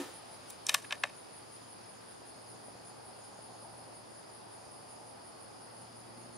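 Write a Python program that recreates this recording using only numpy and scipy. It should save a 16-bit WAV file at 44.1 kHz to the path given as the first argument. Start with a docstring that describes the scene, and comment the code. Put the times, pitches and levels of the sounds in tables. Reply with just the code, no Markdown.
"""First a knock on an outdoor bench, already dying away; then a small-bore rifle's bolt is closed close by.
The bolt is noise chatter ringing the rifle's modes, with rattle around it and short echoes; no shot falls.
A katydid throbs in the meadow as bursts of rasped noise, over an insect chorus of flickering noise bands.
Far off: shaped-noise traffic murmur, tyre roar, leaves and drone, a sine engine hum and a few dull knocks."""
import sys
import numpy as np
from scipy import signal
from scipy.fft import rfft, irfft
from scipy.io import wavfile

SR = 44100
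rng = np.random.default_rng(int(sys.argv[2]) if len(sys.argv) > 2 else 0)


def to_wav(sig):
    """Store sig (one row per channel, or 1-D mono) as 16-bit WAV at the path in sys.argv[1].

    Samples outside -1..1 are clipped; the rate is SR.
    """
    pcm = np.clip(np.atleast_2d(sig), -1, 1) * 32767
    pcm = np.round(pcm).astype(np.int16)
    wavfile.write(sys.argv[1], SR, pcm.T)  # frames by channels


N = 280917
TIME = np.arange(N) / SR   # s


# Bolt contacts close by: (time [s], level at the turning pitch over 10 ms [dB rms], turning pitch [Hz],
# slope below it [dB lost per octave down], slope above it [dB lost per octave up], rise [ms], hold [ms]);
# a slope is negative where the level keeps rising away from the turning pitch
BOLT_CONTACTS = [(0.4995, -53.5, 12000, 2.5, -5, 0.56, 5.5), (0.665, -41, 7550, 11.5, 25, 0.74, 1.3),
                 (0.686, -47, 5200, 3, 8, 0.77, 1.5), (0.69, -32.5, 2760, 7.5, 5.5, 2.45, 1.5),
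                 (0.702, -50, 2400, 7, 14, 0.51, 3.4), (0.715, -51, 2600, 20, 17, 1.1, 1.5),
                 (0.727, -54, 3000, 4, 16, 0.62, 6.7), (0.7395, -30.5, 1120, 17, 2, 2.6, 3.2),
                 (0.817, -63, 5200, 6, 9, 1.1, 9), (0.841, -51, 1900, 14, 13, 1, 8.3),
                 (0.906, -43, 2700, 7, 15, 1.3, 0.6), (0.912, -43, 1700, 12, 25, 0.61, 0.6),
                 (0.921, -37, 2940, 4.5, 12.5, 2.35, 2.5), (1.035, -30.5, 1990, 6, 12.5, 0.4, 2.1),
                 (1.048, -50.5, 1700, -2, 16, 1.2, 1.8), (1.068, -61, 1750, 3, 12, 1.1, 2.5)]
# Modes of bolt, receiver and stock: (frequency [Hz], width [Hz], level [dB])
RIFLE_MODES = [(591, 48, -2), (827, 116, -2), (1150, 57, -0.5), (1434, 240, 0), (1763, 59, 2),
               (1934, 134, -1), (2107, 146, -0.5), (2500, 124, 3.5), (3080, 194, 2), (3590, 95, -2),
               (3727, 92, 0.5), (4380, 200, 1), (4880, 270, 2.5), (5710, 99, -1), (5830, 170, 1),
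               (6300, 230, 5), (6840, 350, 1.5), (7220, 180, 1.5), (7990, 170, 1), (8170, 180, 3.5),
               (8870, 260, 4.5), (9570, 260, 5), (10440, 430, 1), (11100, 170, -1.5), (11670, 340, 0.5),
               (13600, 1700, 0.5), (15400, 1200, -13)]
CONTACT_FALL_MS = 1.13   # time to fall to 1/e
RIFLE_PAN_DB = 1.1       # left over right


def bolt():
    """Each contact is a few ms of uneven metal chatter into the rifle's modes, sloped about a turning pitch."""
    out = np.zeros(N)
    t_ms = np.arange(SR // 8) / SR * 1000
    for start_s, level_db, turn_hz, below_db, above_db, rise_ms, hold_ms in BOLT_CONTACTS:
        rise = np.minimum(t_ms / rise_ms, 1) ** 2
        fall = np.exp(-np.maximum(t_ms - rise_ms - hold_ms, 0) / CONTACT_FALL_MS)
        chatter = rise * fall * rng.standard_normal(len(t_ms))
        chatter[round(rise_ms * SR / 1000)] += 2.5   # the first full metal-on-metal blow stands out
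        at = round(start_s * SR)
        for hz, width_hz, mode_db in RIFLE_MODES:
            # a mode only speaks near its pitch
            near_pitch = band(chatter, hz * 0.81, min(hz * 1.306, 19000), order=2)
            ring = resonate(near_pitch, hz, width_hz)
            ring *= np.sqrt(SR / 100 / np.sum(ring ** 2))   # rms 1 over 10 ms
            octaves = np.log2(hz / turn_hz)
            loss_db = max(above_db * octaves, -below_db * octaves)
            out[at:at + len(t_ms)] += from_db(level_db + mode_db - loss_db) * ring
    return panned(out + bolt_rattle(), RIFLE_PAN_DB)


# Rattle around the bolt contacts: (start [s], end [s], dull rattle level [dB], bright rattle level [dB])
RATTLES = [(0.483, 0.526, -70, -62.5), (0.684, 0.775, -51, -49), (.92, 0.943, -52.5, -63),
           (1.06, 1.065, -51.5, -76)]
RATTLE_RISE_DB_PER_S, RATTLE_FALL_DB_PER_S = 800, 242
RATTLE_EDGE_HZ = 4100   # parts the dull rattle from the bright


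def bolt_rattle():
    """Uneven noise through the rifle's modes; each rattle rises quickly and dies away more slowly."""
    uneven = rng.standard_normal(N) * from_db(3.6 * drift(63))
    # the modes are three times broader than under the contacts
    sound = body(uneven, [(hz, 3 * width_hz, db) for hz, width_hz, db in RIFLE_MODES])
    dull = rms_one(band(sound, 500, RATTLE_EDGE_HZ, order=1))
    bright = rms_one(band(sound, RATTLE_EDGE_HZ, 17000, order=1))
    out = 0
    for start_s, end_s, dull_db, bright_db in RATTLES:
        before_db = RATTLE_RISE_DB_PER_S * np.maximum(start_s - TIME, 0)
        after_db = RATTLE_FALL_DB_PER_S * np.maximum(TIME - end_s, 0)
        rattle = from_db(dull_db) * dull + from_db(bright_db) * bright
        out = out + from_db(-before_db - after_db) * rattle
    return out


# Near reflections off bench top, canopy and ground: (left delay [ms], right delay [ms], level [dB])
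NEAR_ECHOES = [(1.315, 1.9, -14), (3.9, 3.4, -34), (8.98, 6.6, -21.5), (14.85, 11, -32), (24, 25, -33)]


def echoes(x):
    """A few near reflections add delayed, weaker copies, at other delays in each channel."""
    out = x.copy()
    for *delays_ms, db in NEAR_ECHOES:
        for channel, ms in enumerate(delays_ms):
            lag = round(ms * SR / 1000)
            out[channel, lag:] += from_db(db) * x[channel, :-lag]
    return out


# Bench modes under way at the start: (frequency [Hz], level [dB], time to fall 60 dB [s])
BENCH_MODES = [(267, -35, 0.12), (288, -35, 0.11), (353, -37.5, 0.19), (513, -47, 0.32), (917, -55, 0.6),
               (1263, -54, 0.48), (1790, -52, 0.33), (2630, -64, 0.46)]
# Spectrum of the knock's noisy wash: (frequency [Hz], relative level [dB per Hz])
WASH_SPECTRUM = [(120, -29), (200, -14), (340, -3.5), (763, -15.5), (933, -10), (9750, -21.5), (16000, -32)]
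WASH_DB, WASH_T60_S = -44, 0.52


def first_knock():
    """Bench modes ring as decaying sines with a noisy wash, both already dying."""
    rings = 0
    for hz, db, t60_s in BENCH_MODES:
        sine = np.sin(2 * np.pi * (hz * TIME + rng.random()))
        rings = rings + from_db(db - 60 * TIME / t60_s) * sine
    hz = np.maximum(np.fft.rfftfreq(N, 1 / SR), 20)
    mid, side = irfft(rfft(rng.standard_normal((2, N))) * from_db(at_hz(WASH_SPECTRUM, hz)), N)
    wash = rms_one(pair(mid, side, 0.67))
    return rings + from_db(WASH_DB - 60 * TIME / WASH_T60_S) * wash


# Chirps of the nearest katydid in the meadow: (centre time [s])
CHIRP_TIMES = [0.008, 0.162, 0.335, 0.503, 0.692, 0.86, 1.023, 1.188, 1.36, 1.548, 1.725, 1.908, 2.11,
               2.289, 2.502, 2.672, 2.878, 3.075, 3.26, 3.445, 3.63, 3.802, 3.971, 4.18, 4.355, 4.541,
               4.741, 4.92, 5.098, 5.277, 5.431, 5.641, 5.801, 5.983, 6.198, 6.36]
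# Resonances of its wing: (frequency [Hz], width [Hz], level [dB])
WING_MODES = [(9100, 610, 8.5), (9790, 200, 18), (10400, 590, 9)]
# Band its song is held to: (low edge [Hz], high edge [Hz])
WING_BAND = [8650, 10800]
WING_STROKES_PER_S = 140                  # mean; it wanders
CHIRP_S = 0.052                           # width at half power
CHIRP_DB, CHIRP_FADE_DB_PER_S = -54.5, 0.5
CHIRP_SPREAD_DB = 0.6                     # from chirp to chirp


def katydid():
    """Bursts of wing strokes; every stroke rasps the file's teeth into the wing's resonance."""
    bursts = 0
    for centre_s in CHIRP_TIMES:
        shape = np.exp(-np.log(2) * np.abs(2 * (TIME - centre_s) / CHIRP_S) ** 3 / 2)
        bursts = bursts + from_db(CHIRP_SPREAD_DB * rng.standard_normal()) * shape
    turns = np.cumsum(WING_STROKES_PER_S * (1 + 0.0396 * drift(7.6))) / SR
    strokes = 1 + 0.3 * np.cos(2 * np.pi * turns)

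    def rasp():
        """Stroke-modulated noise through the wing."""
        return rms_one(band(body(strokes * rng.standard_normal(N), WING_MODES), *WING_BAND))

    level = from_db(CHIRP_DB - CHIRP_FADE_DB_PER_S * TIME)
    return level * bursts * pair(rasp(), rasp(), 0.28)


# Steady insects across the meadow: (frequency [Hz], width [Hz], level [dB],
# left-right likeness [-1 to 1], flicker spread [dB], flicker rate [per s])
INSECT_BANDS = [(4324, 83, -74, 0.57, 2, 3.3), (4920, 690, -64.5, 0.52, 1, 60),
                (6570, 75, -78.5, 0.3, 3, 4.8), (6750, 630, -76.5, 0.1, -4.5, 7.9),
                (9150, 480, -70, 0.22, 4, 17), (9850, 990, -61.5, 0.056, 1, 4),
                (13200, 640, -93, 0.14, 3, 10)]


def chorus():
    """Many far insects blur into flickering noise bands with steep edges."""
    out = 0
    for hz, width_hz, db, alike, flicker_db, rate in INSECT_BANDS:
        mid, side = band(rng.standard_normal((2, N)), hz - width_hz / 2, hz + width_hz / 2)
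        out = out + from_db(db + flicker_db * drift(rate)) * rms_one(pair(mid, side, alike))
    return out


# Far knocks: (time [s], peak level [dB], pan, left over right [dB])
FAR_KNOCKS = [(2.218, -44.5, 0), (2.683, -39.5, 2), (2.7015, -46.5, -5), (2.753, -42.5, 4), (3.39, -40, 2),
              (3.889, -42, 3), (4.751, -49, 4)]
KNOCK_HZ, KNOCK_WIDTH_HZ = 674, 400


def far_knocks():
    """Short blows, a click resonated twice, dulled by distance to a cycle or two."""
    out = np.zeros((2, N))
    click = -signal.unit_impulse(SR // 20)
    thud = resonate(resonate(click, KNOCK_HZ, KNOCK_WIDTH_HZ), KNOCK_HZ, KNOCK_WIDTH_HZ)
    thud /= np.abs(thud).max()
    for start_s, db, pan_db in FAR_KNOCKS:
        at = round(start_s * SR)
        out[:, at:at + len(thud)] += from_db(db) * panned(thud, pan_db)
    return out


# Levels in the distance: (time [s], tyre roar level [dB], engine level [dB])
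FAR_LEVELS = [(0, -57.5, -69.5), (.35, -62, -70.5), (.8, -70, -69), (1.3, -62.5, -73), (1.6, -69, -67.5),
              (2.3, -63.5, -71), (2.45, -61, -66.5), (3.4, -59.5, -67), (3.7, -54.5, -64), (4.15, -64, -69),
              (4.7, -59, -67), (5.46, -60, -69.5), (5.95, -63.5, -62.5), (6.25, -58.5, -60.5),
              (6.37, -65, -63)]


def distance():
    """Traffic murmur, tyre roar, settling leaves and a faint drone as noise, with the hum of an engine."""
    roar_db, engine_db = in_time(FAR_LEVELS)
    noises = murmur() + tyre_roar(roar_db) + rustle() + drone()
    return panned(noises, 0.24) + engine(engine_db)


def tyre_roar(level_db):
    """Noise resonated twice around 823 Hz, swelling with the given level and flickering."""
    mid, side = resonate(resonate(rng.standard_normal((2, N)), 823, 370), 823, 370)
    return from_db(level_db + 1.6 * drift(16.0)) * rms_one(pair(mid, side, 0.8))


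ENGINE_HZ, ENGINE_MEAN_DB = 114.1, -67.5   # pitch at mean level, before its slight wander
ENGINE_PULL_HZ_PER_DB = 0.5
OVERTONES_DB = [-75.5, -80]                # 2nd and 3rd partials at mean level
OVERTONES_FOLLOW = 1.5                     # dB per dB of the engine


def engine(level_db):
    """A hum of three partials whose pitch and overtones rise as it pulls harder."""
    pull_db = level_db - ENGINE_MEAN_DB
    hz = (ENGINE_HZ + ENGINE_PULL_HZ_PER_DB * pull_db) * (1 + 0.0111 * drift(4.85))
    phase = 2 * np.pi * np.cumsum(hz) / SR
    partials_db = [level_db] + [db + OVERTONES_FOLLOW * pull_db for db in OVERTONES_DB]
    hum = 0
    for k, db in enumerate(partials_db, 1):
        hum = hum + from_db(db + 1.1 * drift(3.8)) * np.sin(k * phase)
    return np.sqrt(2) * hum   # levels are rms


RUSTLE_DB, RUSTLE_FADE_DB_PER_S = -59.5, 4


def rustle():
    """Leaves that settle: broad noise around 3600 Hz, fading steadily."""
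    mid, side = resonate(rng.standard_normal((2, N)), 3600, 3400)
    return from_db(RUSTLE_DB - RUSTLE_FADE_DB_PER_S * TIME) * rms_one(pair(mid, side, 0.28))


# Faint far drone: (frequency [Hz], width [Hz], level [dB])
DRONE_MODES = [(182, 8.2, -7), (254, 15, -4), (367, 25, -6)]
DRONE_DB, DRONE_SWELL_S, DRONE_SWELL_DB_PER_S = -72, 5.3, 13   # the swell starts at 5.3 s


def drone():
    """Noise through narrow low resonances, swelling towards the end."""
    level_db = DRONE_DB + DRONE_SWELL_DB_PER_S * np.maximum(TIME - DRONE_SWELL_S, 0)
    return from_db(level_db) * rms_one(body(rng.standard_normal((2, N)), DRONE_MODES))


# Spectrum of far traffic and leaves: (frequency [Hz], relative level [dB per Hz])
AIR_SPECTRUM = [(25, -64), (60, -18), (100, -13), (200, -9), (480, -6), (780, -8.5), (1100, -11),
                (2200, -22), (4000, -24.5), (6000, -29), (8200, -33), (11000, -36.5), (14000, -43),
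                (16000, -47)]
# How alike left and right are in it: (frequency [Hz], likeness [-1 to 1])
AIR_LIKENESS = [(30, 0.98), (110, 1), (200, -0.1), (400, -0.45), (800, -0.21), (1800, 0.023), (3500, 0.29),
                (7000, 0.3), (12000, -0.13)]
MURMUR_DB = -53


def murmur():
    """Third-octave bands of stereo noise, each with its own level, flicker and likeness."""
    out = 0
    edges = 25 * 2 ** np.arange(0, 9.5, 1 / 3)   # Hz
    white = rng.standard_normal((2, 2, N))       # neighbouring bands use unrelated noise
    for k, (low, high) in enumerate(zip(edges, edges[1:])):
        mid, side = band(white[k % 2], low, high, order=2)
        hz = np.sqrt(low * high)
        level = from_db(at_hz(AIR_SPECTRUM, hz) + 0.67 * drift(3.3))
        out = out + level * pair(mid, side, at_hz(AIR_LIKENESS, hz))
    return from_db(MURMUR_DB) * rms_one(out)


def from_db(db):
    """Decibels to amplitude."""
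    return 10 ** (np.asarray(db) / 20)


def rms_one(x):
    """Scale to an rms of 1."""
    return x / np.sqrt(np.mean(x ** 2) + 1e-20)


def in_time(rows):
    """Draw each column of a table as straight lines over time."""
    times_s, *columns = np.transpose(rows)
    return [np.interp(TIME, times_s, column) for column in columns]


def at_hz(points, hz):
    """Read a spectrum table along log frequency."""
    points_hz, values = np.transpose(points)
    return np.interp(np.log(hz), np.log(points_hz), values)


def drift(rate):
    """Slow random wander of rms 1: low-passed noise drawn every 40 samples."""
    r = np.exp(-80 * np.pi * rate / SR)
    noise = rng.standard_normal(N // 40 + 2002)
    slow = signal.lfilter([1], [1, -2 * r, r * r], noise)[2000:]   # skip the filter's run-in
    return np.interp(np.arange(N) / 40, np.arange(len(slow)), rms_one(slow))


def resonate(x, hz, width_hz):
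    """One damped mode: a unit click sets a sine of height 1 ringing."""
    r, w = np.exp(-np.pi * width_hz / SR), 2 * np.pi * hz / SR
    return signal.lfilter([0, np.sin(w)], [1, -2 * r * np.cos(w), r * r], x + 1e-18)


def body(x, modes):
    """Modes in parallel, signs alternating."""
    out = 0
    for k, (hz, width_hz, db) in enumerate(modes):
        out = out + (-1) ** k * from_db(db) * resonate(x, hz, width_hz)
    return out


def band(x, low_hz, high_hz, order=3):
    """Keep the sound between two frequencies."""
    return signal.sosfilt(signal.butter(order, [low_hz, high_hz], "band", fs=SR, output="sos"), x)


def pair(mid, side, alike):
    """Left and right of a given likeness from two unrelated signals."""
    alike = np.clip(alike, -1, 1)
    return np.sqrt((1 + alike) / 2) * mid + np.sqrt((1 - alike) / 2) * side * [[1], [-1]]


def panned(x, pan_db):
    """Set left above right by pan_db."""
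    return x * from_db([[pan_db / 2], [-pan_db / 2]])


def scene():
    """The bolt with its echoes, the dying knock, the meadow and the distance."""
    return echoes(bolt()) + first_knock() + katydid() + chorus() + far_knocks() + distance()


RUMBLE_CUT_HZ, CUTOFF_HZ = 61, 15850


def record(dry):
    """The microphone drops the deep bass; the top is cut steeply."""
    dry = signal.sosfilt(signal.butter(2, RUMBLE_CUT_HZ, "high", fs=SR, output="sos"), dry)
    return signal.sosfilt(signal.cheby2(30, 50, CUTOFF_HZ, fs=SR, output="sos"), dry)


dry = scene()
out = record(dry)
to_wav(out)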